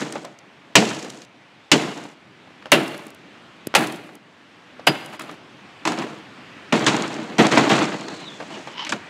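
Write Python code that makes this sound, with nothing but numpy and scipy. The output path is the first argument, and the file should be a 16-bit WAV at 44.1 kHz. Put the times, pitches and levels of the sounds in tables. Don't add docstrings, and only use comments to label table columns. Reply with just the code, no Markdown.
import sys
import numpy as np
from scipy import signal
from scipy.fft import rfft, irfft, next_fast_len
from scipy.io import wavfile
from scipy.ndimage import uniform_filter1d

SR = 44100
rng = np.random.default_rng(int(sys.argv[2]) if len(sys.argv) > 2 else 0)


def master(y):
    cut = np.clip(np.atleast_2d(y).T, -1, 1)
    pcm = np.round(cut * 32767)
    wavfile.write(sys.argv[1], SR, pcm.astype(np.int16))


def linear_from_db(decibels):
    return 10 ** (np.asarray(decibels, float) / 20)


N = 400898

# (time [s], peak level [dB], boom [dB], glass [dB], time for the crack to fall 60 dB [s])
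HAMMER_BLOWS = [(0.754, 2.5, -0.5, -3, 0.12), (1.716, -1, 0.5, -2.5, 0.11), (2.719, 1.5, -3.5, -17.5, 0.14),
                (3.75, 0.5, -18, -9, 0.086), (4.871, 2, -5.5, -26.5, 0.082), (5.852, -20.5, 6, -5.5, 0.12),
                (5.877, -24.5, 6, 0.5, 0.16), (6.724, -6.5, 8.5, -16, 0.042), (6.864, -13.5, -6, 2, 0.2),
                (7.382, -10.5, 15.5, -29, 0.084), (8.892, -23, -1, 2.5, 0.1), (8.922, -29, -26, -12, 0.078)]
# (frequency [Hz], level [dB], time to fall 60 dB [s])
HAMMER_RING = [(1410, -24, .1), (4506, -26, .1), (4893, -11, .1), (4935, -17, .06)]
# (frequency [Hz], level per Hz [dB])
CASING_CRACK = [(290, -29), (500, 2), (841, 2), (1160, -4), (1820, -2.5), (2860, 2), (3930, -11),
                (5000, -17.5), (6500, -39.5), (11000, -120)]
# (frequency [Hz], level per Hz [dB])
CASING_CLATTER = [(350, -29), (600, -7), (760, -2), (862, -5), (954, -6), (2540, -12), (4500, -20),
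                  (5850, -52.5), (9900, -120)]
# (frequency [Hz], width [Hz], level [dB])
TUB_FLOOR = [(137, 32, -4), (218, 62, 0), (318.5, 54.6, 2.5), (477, 77, -3.5), (600, 77, -9.5),
             (728, 37, -2.5)]
# (frequency [Hz], level per Hz [dB])
GLASS_FIZZ = [(2240, -4.5), (3800, 3), (4730, 2), (5850, 2), (6680, 3), (7640, 0), (11000, -21.5),
              (14300, -58.5), (22000, -120)]
# (frequency [Hz], level per Hz [dB])
GLASS_EDGE = [(5880, -9.5), (10000, -1.5), (14200, -11), (16000, -13)]
# (time [s], edge level [dB])
GLASS_SHARPNESS = [(0, -22.5), (1.9, -15.5), (2.72, 0), (3.1, 9), (4.1, -0.5), (5.1, -0.5), (5.86, -17),
                   (6.8, -30), (7.4, -43), (9.09, -36)]
# (time [s], peak level [dB], pitch [Hz], time to fall 60 dB [s])
PART_KNOCKS = [(0.154, -18, 613, 0.11), (0.244, -25.5, 572, 0.15), (0.822, -8, 390, 0.063),
               (0.91, -21, 1520, 0.074), (1.16, -42, 604, 0.071), (1.044, -27.5, 526, 0.2),
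               (1.219, -37, 4430, 0.083), (1.976, -25.5, 525, 0.16), (2.051, -25.5, 536, 0.046),
               (2.473, -33, 651, 0.033), (2.504, -30, 390, 0.02), (2.663, -25.5, 594, 0.062),
               (2.943, -20.5, 1200, 0.034), (2.992, -25, 700, 0.038), (4.089, -31, 587, 0.074),
               (5.193, -23, 1360, 0.044), (5.208, -22.5, 1360, 0.06), (5.293, -24.5, 1196, 0.043),
               (8.086, -25, 604, 0.046), (8.4, -20.5, 617, 0.093), (8.424, -21, 549, 0.05),
               (8.672, -22, 917, 0.095), (8.847, -21.5, 2850, 0.085), (8.866, -17, 2220, 0.072),
               (8.923, -6.5, 1407, 0.04)]
# (time [s], peak level [dB], pitch [Hz], time to fall 60 dB [s])
RIB_BUMPS = [(5.852, -8.5, 883, 0.063), (5.874, -4.5, 1190, 0.044), (5.918, -13.5, 920, 0.052),
             (5.988, -21, 980, 0.068), (6.021, -16.5, 988, 0.046), (6.046, -25, 410, 0.04),
             (6.066, -19, 447, 0.036), (6.13, -24, 506, .04), (6.943, -16, 620, 0.038),
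             (7.464, -20, 1010, 0.04), (7.534, -3.5, 760, 0.02), (7.573, 4, 790, 0.049),
             (7.702, -8, 760, 0.079)]
# (time [s], peak level [dB], pitch [Hz], time to fall 60 dB [s])
CLAW_GRAZES = [
    (2.624, -29, 1534, 0.025),
    (2.657, -6.5, 800, 0.0087),
    (3.74, -2, 890, 0.016),
    (4.794, -25, 500, 0.051),
]
# (time [s], peak level [dB], pitch [Hz], time to fall 60 dB [s])
DENT_POP = [
    (3.671, -14, 489, 0.0087),
]
# (thud level [dB], clatter level [dB])
CONTACT_MIXES = [
    (-11.5, -12.5),
    (-5.5, -41),
    (-9, -29),
    (16, -13),
]
# (time [s], peak level [dB], pitch [Hz])
GLASS_SPLINTERS = [(0.0294, -30, 6920), (0.1237, -21, 8500), (0.153, -32, 5500), (0.2497, -25.5, 7240),
                   (0.388, -34.5, 6400), (0.7553, -4, 6640), (0.8524, -24.5, 6190), (0.8796, -32, 6810),
                   (1.0264, -25.5, 5470), (1.047, -28, 6760), (1.101, -23, 7250), (1.1563, -50, 7580),
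                   (1.2181, -31, 5630), (1.249, -40, 7030), (1.716, -8, 7000), (1.8394, -39, 5540),
                   (1.9759, -33, 5500), (2.038, -35, 6620), (2.718, -7, 6000), (2.879, -30.5, 5120),
                   (2.9776, -40, 6380), (3.0671, -43, 6150), (3.1033, -47, 5570), (3.1467, -49, 6200),
                   (3.8212, -31, 5030), (3.8712, -27.5, 6030), (3.923, -36, 8760), (3.9594, -41, 6460),
                   (4.153, -46, 10740), (4.8688, -13, 5700),
                   (3.67, -29, 8300),
                   (5.06, -41.5, 11200), (5.1953, -31, 6900), (5.2195, -35, 7080), (5.3133, -38, 5360),
                   (5.8523, -20, 5400), (5.874, -16, 5030), (5.92, -22, 5180), (5.9873, -23, 5200),
                   (6.726, -14.5, 5200), (6.7595, -25, 7130), (6.7935, -21, 7630), (6.845, -22, 6580),
                   (6.8651, -14, 5010), (6.9391, -30, 5540), (6.9653, -16, 7050), (7.022, -15.5, 6640),
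                   (7.0778, -22.5, 7250), (7.141, -24, 6270), (7.383, -16, 5830), (7.4673, -9.5, 5460),
                   (7.5126, -20, 5530), (7.693, -15, 5200), (7.7687, -29, 5700), (7.789, -18, 6360),
                   (7.854, -22, 5300), (8.009, -25.5, 6730), (8.0835, -24, 5050), (8.6724, -37, 5550),
                   (8.8488, -22, 6100), (8.9216, -15, 7100)]
# (start [s], length [s], tub level at the start [dB],
# casing level over the tub [dB], shards level over the tub [dB])
RATTLE_SPELLS = [(0.0, 0.23, -26.5, -3, -10.5), (0.126, 0.2, -45, -14, -15), (0.774, 0.46, -22, -5, -7.5),
                 (1.728, 0.39, -22.5, 0, -10.5), (2.722, 0.37, -24.5, 0.5, -18.5),
                 (3.755, 0.31, -15, -1.5, -23), (4.04, 0.11, -50.5, -6, -22.5), (4.867, 0.27, -34, 2, -17),
                 (5.195, 0.13, -34.5, -0.5, -18.5), (5.868, 0.31, -25, -4, -15), (5.127, 0.02, -49, 8, -10),
                 (5.28, .08, -46, -3, -23), (5.974, 0.26, -31, -4.5, -25), (7.517, 0.7, -17.5, -1.5, -14.5),
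                 (7.256, 0.16, -38, -9, -23), (8.504, 0.11, -43.5, 0, -13), (6.728, 0.51, -17, -4, -16),
                 (6.865, 0.8, -23, -1, -17), (7.386, 0.37, -10.5, -2, -16.5),
                 (7.579, .24, -13, -6.5, -20.5), (7.697, 0.45, -17.5, 0, -12.5),
                 (8.1, .63, -46.5, -0.5, -6), (8.921, 0.085, -21.5, -7.5, -17)]
# (time of the catch [s], level [dB])
NAIL_STROKES = [
    (8.23, -40),
    (8.55, -37),
    (8.72, -45),
    (8.799, -28.5),
    (8.83, -30),
]
# (frequency [Hz], width [Hz], level [dB])
NAIL_SQUEAK = [(950, 110, 0), (2050, 300, -10), (2950, 220, 0), (5500, 1500, -15)]
# (time [s], pitch [Hz], level [dB])
SHELL_SQUEAL = [
    (7.95, 4350, -46),
    (8.2, 4120, -45.5),
    (8.251, 4020, -45),
    (8.285, 3840, -32.5),
    (8.296, 3600, -41),
    (8.32, 3490, -43),
    (8.38, 3470, -47),
]
# (frequency [Hz], time to fall 60 dB [s])
YARD_ECHO = [(200, 1), (2000, 0.86), (10000, 0.51)]
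# (time [s], level [dB])
HUM_LEVEL = [(0, -49), (.4, -50), (.75, -48.5), (1.3, -50.5), (1.7, -49), (2.15, -50), (2.7, -47.5),
             (3.1, -46.5), (3.7, -46), (4.2, -51), (4.85, -46), (5.45, -46), (5.85, -44), (6.25, -43),
             (6.7, -42.5), (8.9, -42), (9.09, -41)]
# (frequency [Hz], level per Hz [dB])
HUM_COLOUR = [(30, -2), (120, -2), (300, 0), (450, -7), (700, -6), (1600, -8), (2500, -9), (3200, -12),
              (5000, -22), (8000, -31), (10000, -39), (13000, -48), (16000, -55)]

RING_S = 4.872
BLOW_EDGE_DB, SPLINTER_EDGE_DB = -17, 1
FINE_DB_PER_OCTAVE = 12
SETTLE_DB, BEND = -47, 1.205
SWELL_S = 0.01
BURST_DB, BURST_S = 1, 0.02
CASING_FADE_DB, STOP_S = 3, 0.033
DIG_DB_PER_S, LET_GO_DB_PER_S = 392, 450
BLUNT = signal.butter(2, 4500, fs=SR, output="sos")


def unit(x):
    return x / np.sqrt(np.mean(x ** 2) + 1e-20)


def along(points, hz):
    f, value = np.transpose(points)
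    return np.interp(np.log(hz + 1), np.log(f + 1), value)


def filtered(x, response):
    size = next_fast_len(len(x) + 8192)
    return irfft(rfft(x, size) * response(np.fft.rfftfreq(size, 1 / SR)), size)[:len(x)]


def modes(table):
    def response(f):
        return sum((-1) ** k * linear_from_db(db) * 1j * f * width / (centre * centre - f * f + 1j * f * width)
                   for k, (centre, width, db) in enumerate(table))
    return response


def tinted(x, spectrum):
    return unit(filtered(x, lambda hz: linear_from_db(along(spectrum, hz))))


def fall(t, t60):
    return linear_from_db(-60 * t / t60)


def place(out, start_s, sound):
    out[round(start_s * SR):][:len(sound)] += sound


def sharpness_db(s):
    return np.interp(s, *np.transpose(GLASS_SHARPNESS))


def blows():
    out, t = np.zeros(N + SR), np.arange(SR // 3) / SR
    for s, db, boom_db, glass_db, t60 in HAMMER_BLOWS:
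        shock = rng.standard_normal(len(t))
        casing = tinted(shock, CASING_CRACK) * fall(t, t60)
        glass = tinted(shock, GLASS_FIZZ) * linear_from_db(glass_db)
        glass += tinted(shock, GLASS_EDGE) * linear_from_db(sharpness_db(s) + BLOW_EDGE_DB)
        boom = unit(filtered(shock, modes(TUB_FLOOR))) * linear_from_db(boom_db) * fall(t, 2.19 * t60)
        boom *= 1 - np.exp(-t / 0.015)
        hit = casing + glass * fall(t, 0.88 * t60) + boom
        place(out, s, linear_from_db(db - 6) * hit * (1 - np.exp(-t / 0.0005)))
    ring = sum(linear_from_db(db) * fall(t, t60) * np.sin(2 * np.pi * hz * t) for hz, db, t60 in HAMMER_RING)
    place(out, RING_S, ring * (1 - np.exp(-t / 0.0087)))
    return out[:N]


def knocks():
    out, t = np.zeros(N + SR), np.arange(SR // 8) / SR
    kinds = (PART_KNOCKS, RIB_BUMPS, CLAW_GRAZES, DENT_POP)
    for table, (thud_db, clatter_db) in zip(kinds, CONTACT_MIXES):
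        for s, db, hz, t60 in table:
            noise = rng.standard_normal(len(t))
            rough = unit(filtered(noise, modes([(hz, 0.8 * hz, 0)])))
            note = 0.5 * np.sin(2 * np.pi * hz * t) + rough
            floor = 0.5 * unit(filtered(noise, modes(TUB_FLOOR)))
            thud = linear_from_db(thud_db) * (floor + np.sin(2 * np.pi * 310 * t))
            clatter = linear_from_db(clatter_db - 6.5) * tinted(noise, CASING_CLATTER)
            shape = linear_from_db(db - 6) * fall(t, np.clip(t60, 0.005, 0.15)) * (1 - np.exp(-t / 0.0011))
            place(out, s, shape * signal.sosfilt(BLUNT, note + thud + clatter))
    return out[:N]


def splinters():
    out, t = np.zeros(N + SR), np.arange(SR // 40) / SR
    for s, db, hz in GLASS_SPLINTERS:
        noise = rng.standard_normal(len(t))
        edge_db = sharpness_db(s) + SPLINTER_EDGE_DB + FINE_DB_PER_OCTAVE * np.log2(hz / 6000)
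        click = tinted(noise, GLASS_FIZZ) + linear_from_db(edge_db) * tinted(noise, GLASS_EDGE)
        click *= fall(t, 0.013) * (1 - np.exp(-t / 0.0007))
        ring = 0.35 * np.sin(2 * np.pi * hz * t) * fall(t, 0.014)
        place(out, s, linear_from_db(db - 1.5) * (click + ring))
    return out[:N]


def contacts(rate, spread_db, life, steady):
    kicks = (rng.random(N) < rate / SR) * linear_from_db(spread_db * rng.exponential(size=N))
    shape = np.exp(-np.arange(SR // 20) / (life * SR))
    return rng.standard_normal(N) * (signal.fftconvolve(kicks, shape)[:N] + steady)


def rattle():
    t, level = np.arange(N) / SR, np.zeros((4, N))
    for s, length, tub_db, casing_db, shards_db in RATTLE_SPELLS:
        now = slice(round(s * SR), round((s + length + STOP_S) * SR))
        age = t[now] - s
        db = SETTLE_DB + (tub_db - SETTLE_DB) * np.clip(1 - age / length, 0, 1) ** BEND
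        burst_db = BURST_DB * np.exp(-age / BURST_S)
        gate = np.clip((length - age) / STOP_S + 1, 0, 1)
        tub = linear_from_db(db)
        if s > 0:
            tub = tub * (1 - np.exp(-np.abs(age) / SWELL_S))
        casing = linear_from_db(db + casing_db + burst_db - CASING_FADE_DB * age / length)
        glass = linear_from_db(db + shards_db + burst_db)
        edge = glass * linear_from_db(sharpness_db(s))
        level[:, now] += gate * np.array([tub, casing, glass, edge])
    light = contacts(rate=250, spread_db=-0.5, life=0.0014, steady=0.86)
    heavy = contacts(rate=220, spread_db=-0.5, life=0.006, steady=1.4)
    tub_sound = unit(filtered(heavy, modes(TUB_FLOOR)))
    casing_sound = tinted(heavy, CASING_CLATTER)
    sounds = tub_sound, casing_sound, tinted(light, GLASS_FIZZ), tinted(light, GLASS_EDGE)
    return np.sum(level * sounds, axis=0)


def scratch():
    t, press = np.arange(N) / SR, np.zeros(N)
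    for s, db in NAIL_STROKES:
        press += linear_from_db(db - np.maximum(DIG_DB_PER_S * (s - t), LET_GO_DB_PER_S * (t - s)))
    slips = contacts(rate=220, spread_db=0.5, life=0.0012, steady=0.78)
    slips = unit(signal.sosfilt(BLUNT, filtered(slips, modes(NAIL_SQUEAK))))
    at, hz, squeal_db = np.transpose(SHELL_SQUEAL)
    flutter = uniform_filter1d(rng.standard_normal(N), size=150)
    flutter = unit(uniform_filter1d(flutter, size=150))
    pitch = np.interp(t, at, hz) * (1 + 0.045 * flutter)
    squeal = np.sin(2 * np.pi * np.cumsum(pitch) / SR)
    return press * slips + linear_from_db(np.interp(t, at, squeal_db, left=-120, right=-120)) * squeal


def yard(x):
    hz, t, z = signal.stft(rng.standard_normal(SR // 2), SR, nperseg=256)
    tail = signal.istft(z * fall(t, along(YARD_ECHO, hz)[:, None]), SR, nperseg=256)[1]
    late = np.pad(x, (600, 0))
    return signal.fftconvolve(late, tail / np.linalg.norm(tail))[:N]


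def hum():
    z = signal.stft(rng.standard_normal(N), nperseg=512)[2]
    patches = uniform_filter1d(rng.standard_normal(z.shape), 6, 0)
    patches = unit(uniform_filter1d(patches, 14, 1))
    noise = signal.istft(z * linear_from_db(1.14 * patches), nperseg=512)[1][:N]
    s, db = np.transpose(HUM_LEVEL)
    return linear_from_db(np.interp(np.arange(N) / SR, s, db)) * tinted(noise, HUM_COLOUR)


def scene():
    near = blows() + knocks()
    echo = linear_from_db(-18) * yard(near)
    return (near + echo + splinters() + rattle() + scratch() + hum())[None]


def roll_off(x):
    return signal.sosfilt(signal.butter(12, 16730, fs=SR, output="sos"), x)


def record(dry):
    x = signal.sosfilt(signal.butter(4, 112, "high", fs=SR, output="sos"), dry)
    x = x / (1 + np.abs(x / 0.95) ** 5) ** (1 / 5)
    x = filtered(x[0], lambda hz: linear_from_db(np.interp(hz, [15600, 16000], [0, -22])))[None]
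    return roll_off(x)


dry = scene()
out = record(dry)
master(out)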